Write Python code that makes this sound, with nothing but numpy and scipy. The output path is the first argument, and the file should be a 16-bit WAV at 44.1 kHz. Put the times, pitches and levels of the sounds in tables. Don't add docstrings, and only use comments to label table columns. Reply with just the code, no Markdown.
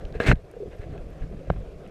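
import sys
import numpy as np
from scipy import signal
from scipy.io import wavfile
from scipy.ndimage import uniform_filter1d

SR = 44100
rng = np.random.default_rng(int(sys.argv[2]) if len(sys.argv) > 2 else 0)


def voltage_ratio(level):
    return 10 ** (np.asarray(level, float) / 20)


def file_out(sig):
    cols = np.atleast_2d(sig).T
    lim = np.clip(cols, -1, 1)
    pcm = np.round(lim * 32767).astype(np.int16)
    wavfile.write(sys.argv[1], SR, pcm)


N = 83790

# f/Hz, t60/s, knock level/dB, grit level/dB
SHELL_MODES = [(464, 0.028, 12.5, 4.5), (657, 0.035, -21, 0.5), (1170, 0.011, -14, -34),
               (1637, 0.036, 10.5, 1.5), (2050, 0.019, -34, -4.5), (2600, 0.021, 5, -7.5),
               (3220, 0.0068, -0.5, -26), (4096, 0.035, -19, -16), (6400, 0.0046, -22, -24.5),
               (8100, 0.0073, -46, -26.5), (11200, .004, -45, -36)]


def evened(x):
    return x / np.sqrt(np.mean(x ** 2) + 1e-20)


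def add(mix, start_s, sound):
    part = mix[max(round(start_s * SR), 0):][:len(sound)]
    part += sound[:len(part)]


def ring(force, hz, t60_s):
    r = np.exp(-np.log(1000) / (t60_s * SR))
    w = 2 * np.pi * hz / SR
    return signal.lfilter([0, np.sin(w)], [1, -2 * r * np.cos(w), r * r], force)


def bump(length_s):
    return np.hanning(max(round(length_s * SR), 3) + 2)


def noise(shape, size, patch_db, flicker_db):
    frames, hz = N // (size // 4) + 5, np.fft.rfftfreq(size, 1 / SR)
    real, imag, patch = rng.standard_normal((frames, len(hz), 3)).T
    patch = uniform_filter1d(patch, size=size // 100, axis=0)
    patch = evened(uniform_filter1d(patch, size=8, axis=1))
    flicker = evened(uniform_filter1d(rng.standard_normal(frames), size=3))
    f, db = np.transpose(shape)
    shape_db = np.interp(np.log(hz + 1), np.log(f + 1), db, -100, -100)[:, None]
    z = (real + 1j * imag) * voltage_ratio(shape_db + patch_db * patch + flicker_db * flicker)
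    return evened(signal.istft(z, nperseg=size, noverlap=size * 3 // 4)[1][:N])


def minimum_phase_taps(shape):
    f, db = np.transpose(shape)
    hz = abs(np.fft.fftfreq(4096, 1 / SR))
    log_gain = np.log(voltage_ratio(np.interp(np.log(hz + 1), np.log(f + 1), db)))
    return np.fft.ifft(np.exp(np.conj(signal.hilbert(log_gain)))).real[:2048]


def grit():
    grains_per_s, spread_db = 12000, 3.5
    size = voltage_ratio(spread_db * np.minimum(rng.exponential(1, N), 3))
    hit = rng.random(N) < grains_per_s / SR
    return evened(hit * size * rng.choice([-1., 1.], N))


def scrape():
    # t/s, level/dB, brightness/(dB/octave)
    drag = [
        (0.2, -33, 0),
        (0.203, -33, -2),
        (.215, -37, 1.5),
        (0.259, -38, 0.5),
        (0.267, -29.5, 4),
        (0.292, -25.5, 2),
        (0.307, -28, 2.5),
        (0.327, -30, -1.5),
        (0.334, -53, -2),
    ]
    # mid t/s, length/s, level/dB
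    brushes = [
        (0.355, 0.029, -58),
        (0.012, 0.019, -53),
        (0.158, 0.072, -50.5),
        (0.729, 0.069, -56.5),
        (0.826, 0.08, -54.5),
        (0.931, 0.071, -59),
        (1.132, 0.17, -63.5),
        (1.226, 0.066, -57.5),
        (1.509, 0.25, -62.5),
    ]
    # f/Hz, density/(dB/Hz)
    rasp_shape = [(120, -20.5), (200, 1.5), (616, -7.5), (987, -16), (2320, -14.5), (4210, -26.5),
                  (4530, -30.5), (8100, -38), (15300, -62)]
    clump_db, clump_s, grit_t60_ratio = 2.5, 0.0017, 0.52

    level = np.zeros(N)
    for mid_s, length_s, db in brushes:
        add(level, mid_s - length_s / 2, voltage_ratio(db) * bump(length_s))
    t = np.arange(N) / SR
    drag_s, drag_db, tilt = np.transpose(drag)
    level += voltage_ratio(np.interp(t, drag_s, drag_db, -120, -120))
    bright = np.interp(t, drag_s, tilt, 0, 0)
    clumps = evened(np.convolve(rng.standard_normal(N), bump(clump_s), "same"))
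    level *= voltage_ratio(clump_db * clumps)

    taps = minimum_phase_taps(rasp_shape)
    rasp = signal.oaconvolve(grit() * level, taps / np.linalg.norm(taps))[:N]
    low = signal.lfilter(*signal.butter(2, 4000, fs=SR), rasp)
    out = low + (rasp - low) * voltage_ratio(2 * bright)
    for hz, t60_s, _, db in SHELL_MODES:
        lift = voltage_ratio(bright * np.log2(hz / 2000))
        damped_s = t60_s * grit_t60_ratio
        out += voltage_ratio(db - 2.5) * ring(grit() * level * lift, hz, damped_s) / np.sqrt(damped_s * SR / 28)
    return out


def clicks(table, width, decay_s):
    out, t = np.zeros(N), np.arange(400) / SR
    for start_s, db, hz in table:
        puff = rng.standard_normal(400) * np.exp(-t / decay_s)
        t60_s = 2.12 / (width * hz)
        click = ring(ring(puff, hz, t60_s / 2), hz, t60_s)
        add(out, start_s, voltage_ratio(db) * click / np.abs(click).max())
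    return out


def catches():
    # t/s, level/dB, f/Hz
    caught = [(.208, -22.5, 1570), (.2245, -28.5, 1580), (.2355, -35, 4170), (.249, -26, 2030),
              (.2535, -29, 2200), (.2640, -24, 2310), (.2685, -21.5, 1880), (.2708, -20, 2320),
              (.2765, -22, 2230), (.2825, -20, 2020), (.2852, -15, 2530), (.2875, -21, 2300),
              (.2950, -16.5, 1800), (.2975, -18.5, 1700), (.3035, -19.5, 2010), (.309, -21.5, 1900),
              (.3153, -12.5, 2600), (.3165, -23, 2600), (1.5003, -43.5, 4000), (1.5012, -40, 3420),
              (1.502, -37.5, 2280), (1.5025, -45, 3970), (.2025, -31, 3630), (.322, -25, 2200),
              (.327, -24, 2310)]
    return clicks(caught, width=0.22, decay_s=0.0014)


def blow(contact_ms):
    t = np.arange(4000) / SR - .002
    return -np.exp(-.5 * (t / (contact_ms / 5000)) ** 2)


def knocks():
    # t/s, ring level/dB, push level/dB, contact/ms, brightness/(dB/octave)
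    blows = [(.2003, -25.5, -40, 0.44, -0.5), (0.2021, -9.5, -18.5, 0.37, -3),
             (.2645, -25.5, -27, 0.33, 10), (.3141, -20, -6, .45, 3), (.31497, -26, -9, .4, 3),
             (.31553, -18, 2.5, .55, 2), (.3162, -20, 0, .58, 2), (.3168, -30, -12, .7, 0),
             (.3174, -30, -9, .4, 3), (1.5005, -40, -34, .3, 3), (1.50122, -38, -20, .6, 0),
             (1.50185, -45, -24, .45, 0), (1.50252, -42, -4, 1.1, -2), (1.5031, -50, -24, .6, 0),
             (1.5041, -50, -11, 1.6, -2), (.537, -39.5, -50, 0.32, -4.5), (.978, -41, -51, 0.58, 11),
             (1.563, -51, -39, 0.47, 8)]
    core_ratio, press_damps = .22, 1.1

    out = np.zeros(N)
    for hit_s, ring_db, push_db, contact_ms, tilt_db in blows:
        core = blow(core_ratio * contact_ms)
        free = 1 / (1 + press_damps * voltage_ratio(push_db))
        shell = np.zeros(len(core))
        for hz, t60_s, db, _ in SHELL_MODES:
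            mode = ring(ring(core, hz, t60_s / 20), hz, t60_s * free)
            shell += voltage_ratio(db + tilt_db * np.log2(hz / 1000)) * mode / t60_s
        ringing = voltage_ratio(ring_db) * shell / np.abs(shell).max()
        add(out, hit_s - .002, ringing + voltage_ratio(push_db) * blow(contact_ms))
    return out


def shoves():
    pushes = [(0.048, -24, 0.015, 1), (0.161, -25, 0.014, -1), (.268, -16.5, 0.0071, 1),
              (0.283, -15.5, 0.0038, -1), (0.2854, -19, 0.0018, 1), (0.2899, -2.5, 0.0063, -1),
              (0.2956, -16, 0.0035, 1), (0.2987, -10, 0.0041, -1), (0.3011, -2.5, 0.0078, 1),
              (.3097, -7.5, 0.0026, 1), (0.3047, -9.5, 0.0057, -1), (0.3232, -12.5, 0.0029, 1),
              (0.3252, -12, 0.0027, 1), (0.336, -12.5, 0.0051, 1), (0.365, -20, 0.0098, -1),
              (0.376, -28, 0.011, 1), (0.3174, -4.5, 0.0068, 1), (0.3339, -6.5, 0.0051, -1),
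              (0.343, -14, 0.0073, 1), (0.434, -35.5, 0.008, 1), (0.682, -29.5, 0.0046, 1),
              (0.798, -23, 0.01, 1), (1.218, -23, 0.024, -1), (1.482, -24, 0.01, -1),
              (1.491, -36, 0.0039, 1), (1.5065, -20, 0.0054, 1), (.845, -33, 0.007, -1),
              (.895, -28.5, .005, 1), (.93, -28, .005, 1), (1.512, -16.5, 0.0051, 1),
              (1.516, -21, 0.0045, -1), (1.553, -35, 0.015, -1), (1.565, -22.5, 0.0091, 1),
              (1.573, -30, 0.0074, -1), (1.585, -26, 0.011, 1), (1.598, -38, 0.012, -1),
              (1.606, -30, 0.0087, 1), (1.619, -30, 0.0079, -1)]
    # f/Hz, t60/s, level/dB
    sway = [(51.3, 0.16, -20), (117.2, 0.09, -22.5)]

    push = np.zeros(N)
    for mid_s, db, length_s, sign in pushes:
        add(push, mid_s - length_s / 2, np.sign(sign) * voltage_ratio(db) * bump(length_s))
    out = push.copy()
    for hz, t60_s, db in sway:
        out += voltage_ratio(db) * ring(push, hz, t60_s) * 2 * np.pi * hz / SR
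    return out


def gurgles():
    # t/s, level/dB, f/Hz, length/s
    notes_of_air = [(0.026, -36, 550, 0.013), (0.151, -26.5, 443, 0.017), (0.2019, -25.5, 480, 0.011),
                    (.212, -27, 510, 0.019), (.5385, -32.5, 513, 0.0046), (.546, -40, 405, 0.015),
                    (0.581, -42, 448, .014), (.9, -34, 149, .025), (.435, -43.5, 149, 0.023),
                    (0.565, -32, 488, 0.02), (0.602, -28.5, 429, 0.028), (0.621, -29, 397, 0.019),
                    (0.63, -28, 493, 0.019), (0.652, -39, 352, 0.01), (0.658, -30, 420, 0.011),
                    (.672, -35, 388, 0.016), (0.101, -37.5, 470, .012), (0.792, -41, 420, .012),
                    (.82, -37.5, 417, 0.02), (1.094, -36.5, 433, 0.011), (1.163, -40, 630, .006),
                    (1.214, -37.5, 630, 0.0046), (.664, -39, 560, .008), (0.958, -39.5, 700, 0.015),
                    (1.311, -35, 403, 0.016), (1.444, -40, 473, 0.0073), (1.623, -39, 480, 0.014),
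                    (1.686, -37.5, 441, .014), (1.815, -39, 415, 0.017), (.865, -39, 148, 0.014),
                    (0.936, -35.5, 429, 0.043), (1.159, -53, 650, 0.01), (1.40, -44, 171, 0.054),
                    (1.41, -36, 534, 0.018), (1.471, -34.5, 560, 0.012)]
    sag_per_s, rise_s = 2.83, 0.0018

    out = np.zeros(N)
    for start_s, db, hz, length_s in notes_of_air:
        t = np.arange(0, 2 * length_s, 1 / SR)
        shape = np.minimum(t / rise_s, 1) * np.exp(-(t / length_s) ** 2 * 2.05)
        add(out, start_s, voltage_ratio(db) * shape * np.sin(2 * np.pi * hz * t * (1 - sag_per_s * t / 2)))
    return out


def far_snaps():
    # t/s, level/dB, f/Hz
    snapped = [
        (.0518, -38.5, 3520),
        (.1245, -43, 4270),
        (.356, -43, 3440),
        (.5132, -48.5, 9000),
        (.767, -61, 12500),
        (1.1044, -55, 12000),
        (1.523, -59, 12100),
        (1.8642, -42.5, 2600),
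        (1.8756, -52, 7500),
    ]
    return clicks(snapped, width=0.6, decay_s=0.0016)


def burbles():
    per_s, level_db, low_hz, high_hz = 90, -58, 329.7, 695
    out, shape = np.zeros(N), bump(0.019)
    t = np.arange(len(shape)) / SR
    for when, pitch, size in rng.random((400, 3)):
        hz = low_hz * (high_hz / low_hz) ** (pitch * pitch)
        level = voltage_ratio(level_db - 4.0 * np.log(size + .02))
        add(out, when * 400 / per_s, level * shape * np.sin(2 * np.pi * hz * t))
    return out


def sea():
    # t/s, rumble level/dB
    flow = [(0.0, -37.5), (0.216, -37), (0.28, -43), (0.422, -43), (0.486, -48.5), (0.66, -43.5),
            (0.852, -40.5), (0.92, -37), (1.492, -37.5), (1.65, -38.5), (1.9, -40)]
    # f/Hz, density/(dB/Hz)
    rumble_shape = [(8.8, -30), (15, 3.5), (47, 1), (107, -11), (145, -3.5), (209, -13.5), (300, -18),
                    (390, -35), (660, -120)]
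    # f/Hz, density/(dB/Hz)
    wash_shape = [(150, -31), (250, -20), (360, -6.5), (425, -4), (722, -11.5), (833, -23.5), (1190, -24.5),
                  (1580, -27.5), (3500, -36), (4550, -45), (7700, -120)]
    wash_db, wash_follows = -47.5, 0.3

    flow_s, db = np.transpose(flow)
    flow_db = np.interp(np.arange(N) / SR, flow_s, db)
    rumble = voltage_ratio(flow_db) * noise(rumble_shape, size=2048, patch_db=2, flicker_db=2.0)
    wash = voltage_ratio(wash_db) * noise(wash_shape, size=1024, patch_db=1.72, flicker_db=1.75)
    return rumble + (wash + burbles()) * voltage_ratio(wash_follows * (flow_db - flow_db.mean()))


def hiss():
    # f/Hz, density/(dB/Hz)
    hiss_shape = [(1470, -17), (2500, -5.5), (2970, -17.5), (4840, -13.5), (5210, -13.5), (13000, -25.5),
                  (15000, -40)]
    return voltage_ratio(-68) * noise(hiss_shape, size=512, patch_db=1.5, flicker_db=1.0)


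def scene():
    contact = scrape() + catches() + knocks()
    water = shoves() + gurgles() + far_snaps() + sea()
    return (contact + water)[None]


def ducking_db(dry):
    from_db, ratio, recover_db_per_s = -16, 0.38, 23
    power_db = 10 * np.log10(abs(uniform_filter1d(dry[0] ** 2, size=800)) + 1e-12)
    fall_db = np.arange(N) * recover_db_per_s / SR
    held_db = np.maximum.accumulate(power_db + fall_db) - fall_db
    over_db = np.maximum(held_db - from_db, 0)
    return ratio * uniform_filter1d(over_db, size=400)


def low_pass(x):
    return signal.sosfilt(signal.butter(12, 15270, fs=SR, output="sos"), x)


def record(dry):
    edge_hz, ceiling = 15300, 1.1
    x = (dry + hiss()) / voltage_ratio(ducking_db(dry))
    x = signal.lfilter(*signal.butter(2, 18, "high", fs=SR), x)
    x = signal.oaconvolve(x, signal.firwin(255, edge_hz, fs=SR)[None], "same")
    x = x / (1 + (x / ceiling) ** 6) ** (1 / 6)
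    return low_pass(x)


dry = scene()
out = record(dry)
file_out(out)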